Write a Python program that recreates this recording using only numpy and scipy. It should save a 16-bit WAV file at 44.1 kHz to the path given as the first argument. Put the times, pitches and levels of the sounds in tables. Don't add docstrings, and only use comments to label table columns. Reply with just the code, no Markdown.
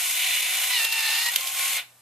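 import sys
import numpy as np
from scipy.fft import rfft, irfft
from scipy.io import wavfile

SR = 44100
rng = np.random.default_rng(int(sys.argv[2]) if len(sys.argv) > 2 else 0)


def put_to_file(sound):
    columns = np.atleast_2d(sound).T
    safe = np.clip(columns, -1, 1)
    whole_steps = np.round(safe * 32767)
    wavfile.write(sys.argv[1], SR, whole_steps.astype(np.int16))


N = 88993
TIME = np.arange(N) / SR
FREQS = np.fft.rfftfreq(2 * N, 1 / SR)


def from_db(db):
    return 10 ** (np.asarray(db) / 20)


def rms_one(x):
    return x / np.sqrt(np.mean(x ** 2) + 1e-20)


def in_time(rows):
    seconds, *columns = np.transpose(rows)
    return [np.interp(TIME, seconds, column) for column in columns]


def colour(points):
    hz, db = np.transpose(points)
    return from_db(np.interp(np.log(FREQS + 1), np.log(hz), db))


def filtered(x, gain):
    return irfft(rfft(x, 2 * N) * gain)[..., :N]


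def drift(hz):
    return rms_one(filtered(rng.standard_normal(N), 1 / (1 + (FREQS / hz) ** 4)))


def reflections(decay_s):
    cloud = rng.standard_normal(N) * np.exp(-np.minimum(TIME / decay_s, 50))
    return rfft(cloud / np.linalg.norm(cloud), 2 * N)


def spread(middle, other):
    # (frequency [Hz], level [dB])
    side_width = [(100, -7), (400, -37.5), (750, -53), (1400, -21.5), (2700, -11.5), (5500, -4.5),
                  (10000, -1), (13500, 2.5)]
    scatter_s, likeness = 0.0061, 0.55
    scatter = 1j * rms_one(np.imag(reflections(scatter_s)))
    scattered = filtered(middle, scatter)
    mixed = likeness * scattered + np.sqrt(1 - likeness ** 2) * other
    side = filtered(mixed, colour(side_width))
    return np.array([middle + side, middle - side])


def background():
    # (frequency [Hz], relative level [dB])
    hiss_colour = [(25, -25), (55, -26), (95, -12), (240, -11.5), (400, -15.5), (750, -6), (1400, -14.5),
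                   (2600, -14), (4500, -14.5), (7300, -14), (8000, -9), (8800, -13.5), (14000, -13.5)]
    # (frequency [Hz], RMS level [dB])
    hum_tones = [(120, -72.5), (221, -82)]
    hiss_db = -57.5
    noise = filtered(rng.standard_normal((2, N)), colour(hiss_colour))
    hiss = from_db(hiss_db) * rms_one(noise)
    hum = sum(from_db(db) * rms_one(np.sin(2 * np.pi * hz * TIME)) for hz, db in hum_tones)
    return spread(*hiss) + hum


def room(x):
    t60_s, level_db = 0.27, -11
    decay_s = t60_s / np.log(1000)
    sides = [filtered(x, reflections(decay_s)) for _ in range(2)]
    return from_db(level_db) * np.array(sides)


def settle():
    start_s, ring_hz, level_db, decay_s = 1.894, 2720, -54, .009
    age = np.maximum(TIME - start_s, 0)
    return from_db(level_db) * np.exp(-age / decay_s) * np.sin(2 * np.pi * ring_hz * age)


def card():
    # (time [s], starting level [dB], decay [s], brightness [dB per octave])
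    snaps = [(0.616, -19, 0.0015, -2), (0.7088, -27, 0.0044, -2), (0.8465, -18, 0.0067, 2),
             (0.8505, -18.5, 0.0033, -3), (.924, -20, 0.0089, 1), (1.3169, -22.5, 0.0065, 6),
             (1.336, -25.5, 0.0095, -1), (1.3589, -20.5, 0.0065, 1.5), (1.3605, -7.5, 0.0022, -0.5),
             (1.4091, -22.5, 0.0045, 1), (1.4712, -21.5, 0.0078, 0)]
    # (frequency [Hz], relative level [dB])
    snap_colour = [(60, -31), (300, -20), (700, -6), (1400, -6.5), (2400, 4.5), (3100, 7.5), (3520, 10),
                   (4000, 8), (5200, 4.5), (8000, -0.5), (14000, 4)]
    body = colour(snap_colour)
    octaves = np.log2(np.clip(FREQS, 500, 14000) / 1000)
    out = 0
    for start_s, db, decay_s, brightness in snaps:
        envelope = (TIME >= start_s) * np.exp(-np.abs(TIME - start_s) / decay_s)
        crack = envelope * rng.choice([-1, 1], N)
        tone = rms_one(body * from_db(brightness * octaves))
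        out = out + from_db(db) * filtered(crack, tone)
    return out


def roller_rasp(drag):
    # (time [s], level [dB])
    rasp_level = [(.6, -100), (.68, -51), (.72, -30), (.8, -30.5), (.87, -38.5), (1, -31.5), (1.1, -30.5),
                  (1.28, -30), (1.32, -53), (1.4, -100)]
    # (frequency [Hz], relative level [dB])
    rasp_colour = [(150, -70), (560, -34), (780, -7.5), (1000, -10.5), (1300, -7), (1700, -11.5),
                   (3200, -9), (3700, -1.5), (4200, 3.5), (4750, -3.5), (5100, 0), (5700, -9),
                   (9000, -15.5)]
    level_db, = in_time(rasp_level)
    return from_db(level_db) * rms_one(filtered(drag, colour(rasp_colour)))


def frame_response():
    # (frequency [Hz], relative level [dB])
    frame_colour = [(100, -69), (300, -33), (430, -28), (520, -23), (750, -15.5), (1250, -14), (1680, -11),
                    (1950, -1.5), (2500, 5), (3200, -4), (3800, 1.5), (4800, -9.5), (6000, -12),
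                    (10000, -10.5), (14000, -11)]
    # (frequency [Hz], width [Hz], lift [dB])
    resonances = [(535, 53, 10), (708, 53, 5.5), (770.6, 26, 9.5), (1078, 26, 10.5), (1463, 47, 9),
                  (2038, 200, 6), (2293, 45, 5), (2386, 62, 1), (2700, 39, 2.5), (2897, 106, 4.5),
                  (2953, 86, 8), (3220, 29, 10), (3436, 60, 7), (3518, 107, 7), (6510, 38, 10),
                  (6950, 340, 3.5), (8090, 290, 3.5), (8630, 71, 4.5), (9370, 74, 5), (10810, 240, 4.5),
                  (11410, 570, 4.5)]
    fine_share, fine_decay_s = .4, 0.0086
    lift_db = sum(db / (1 + (2 * (FREQS - hz) / width) ** 2) for hz, width, db in resonances)
    fine_modes = fine_share * FREQS / (FREQS + 2000) * reflections(fine_decay_s)
    return colour(frame_colour) * from_db(lift_db) * (1 + fine_modes)


def gear_rattle(force):
    # (time [s], middle level [dB], treble level [dB], bass level [dB])
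    gear_level = [(0, -30.5, -27, -44), (.12, -31, -27.5, -46.5), (.24, -26, -27.5, -44),
                  (.37, -27, -27.5, -45), (.46, -29, -29.5, -45.5), (.55, -29, -27.5, -41),
                  (.69, -30, -28, -43.5), (.76, -29.5, -29, -51.5), (.83, -32, -27.5, -38.5),
                  (.875, -35, -33.5, -46), (.97, -32, -31, -47), (1.1, -29, -29, -44),
                  (1.29, -32.5, -29.5, -49.5), (1.31, -34.5, -34, -45), (1.39, -35.5, -33.5, -45),
                  (1.47, -37, -31.5, -46), (1.52, -37, -32.5, -47), (1.62, -30, -26.5, -42),
                  (1.77, -31.5, -29, -44.5), (1.794, -29, -36, -44), (1.825, -46, -52, -52.5),
                  (1.87, -64, -72, -69), (1.95, -75, -96, -74)]
    bass_top_hz, middle_top_hz = 1690, 4700
    frame = frame_response()
    bass, below_treble = (1 / (1 + (FREQS / hz) ** 20) for hz in (bass_top_hz, middle_top_hz))
    bands = below_treble - bass, 1 - below_treble, bass
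    rattle = 0
    for level_db, band in zip(in_time(gear_level), bands):
        rattle = rattle + from_db(level_db) * rms_one(filtered(force, frame * band))
    return rattle


def gears(cycles, whine_hz):
    whine_per_tooth = 2.8
    tooth_decay_s, tooth_spread_db = 0.00074, 1.5
    rub_share, tick_share = 0.95, 3.25
    flutter_hz, flutter_width_hz, flutter_db = 40.71, 46, 0.98
    teeth = cycles / whine_per_tooth
    tooth = teeth.astype(int)
    age = teeth % 1 * whine_per_tooth / whine_hz
    strength = from_db(tooth_spread_db * rng.standard_normal(N))[tooth]
    contact = rub_share + strength * np.exp(-age / tooth_decay_s)
    scrape, drag = contact * rng.standard_normal((2, N))
    tick = tick_share * strength * np.diff(tooth, prepend=0)
    swing = rms_one(drift(flutter_width_hz) * np.cos(2 * np.pi * flutter_hz * TIME))
    flutter = from_db(flutter_db * swing)
    return gear_rattle((scrape + tick) * flutter) + roller_rasp(drag * flutter)


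def whine(cycles):
    # (time [s], 1st level [dB], 2nd level [dB], 3rd level [dB], 4th level [dB])
    partial_levels = [(0, -54.5, -64, -49, -71), (.68, -54, -40, -50, -45), (.75, -44, -31.5, -29, -30.5),
                      (.83, -50, -35, -29, -38), (.88, -51.5, -44.5, -32.5, -50),
                      (.98, -41.5, -38.5, -30, -40), (1.06, -45.5, -34, -32.5, -45),
                      (1.2, -45.5, -36.5, -34, -37), (1.24, -51.5, -34.5, -48, -51),
                      (1.29, -37, -27, -28.5, -43), (1.315, -66, -49, -51, -51), (1.43, -45, -52, -45, -53),
                      (1.53, -53, -56, -49, -51), (1.63, -41.5, -73, -40.5, -51),
                      (1.78, -51, -34, -46, -40.5), (1.87, -82, -77, -75, -94)]
    roughness = [0.15, 0.41, 0.26, .5]
    rough_hz = 118
    out = 0
    for k, (level_db, rough) in enumerate(zip(in_time(partial_levels), roughness), 1):
        waver = 1 + rough * (drift(rough_hz) + 1j * drift(rough_hz))
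        turning = np.exp(2j * np.pi * (k * cycles + rng.random()))
        out = out + from_db(level_db) * rms_one(np.real(waver * turning))
    return out


def scene():
    # (time [s], frequency [Hz])
    motor_speed = [(0, 1012), (.2, 1002), (.45, 1017), (.69, 1006), (.745, 994), (.785, 929), (.815, 900.4),
                   (.87, 911.5), (.95, 907.5), (1.05, 892.7), (1.11, 898.2), (1.17, 907.3), (1.23, 945),
                   (1.29, 953.3), (1.34, 1020), (1.42, 1055), (1.56, 1075), (1.76, 1081), (1.81, 1020),
                   (1.88, 594)]
    jitter, jitter_hz = .003, 30
    steady_hz, = in_time(motor_speed)
    whine_hz = steady_hz * (1 + jitter * drift(jitter_hz))
    cycles = np.cumsum(whine_hz) / SR
    front, flank = (whine(cycles) + gears(cycles, whine_hz) + card() for _ in range(2))
    return spread(front, flank) + room(front) + settle() + background()


def record(dry):
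    cutoff_hz = 14180
    return filtered(dry, 1 / np.sqrt(1 + (FREQS / cutoff_hz) ** 900))


dry = scene()
out = record(dry)
put_to_file(out)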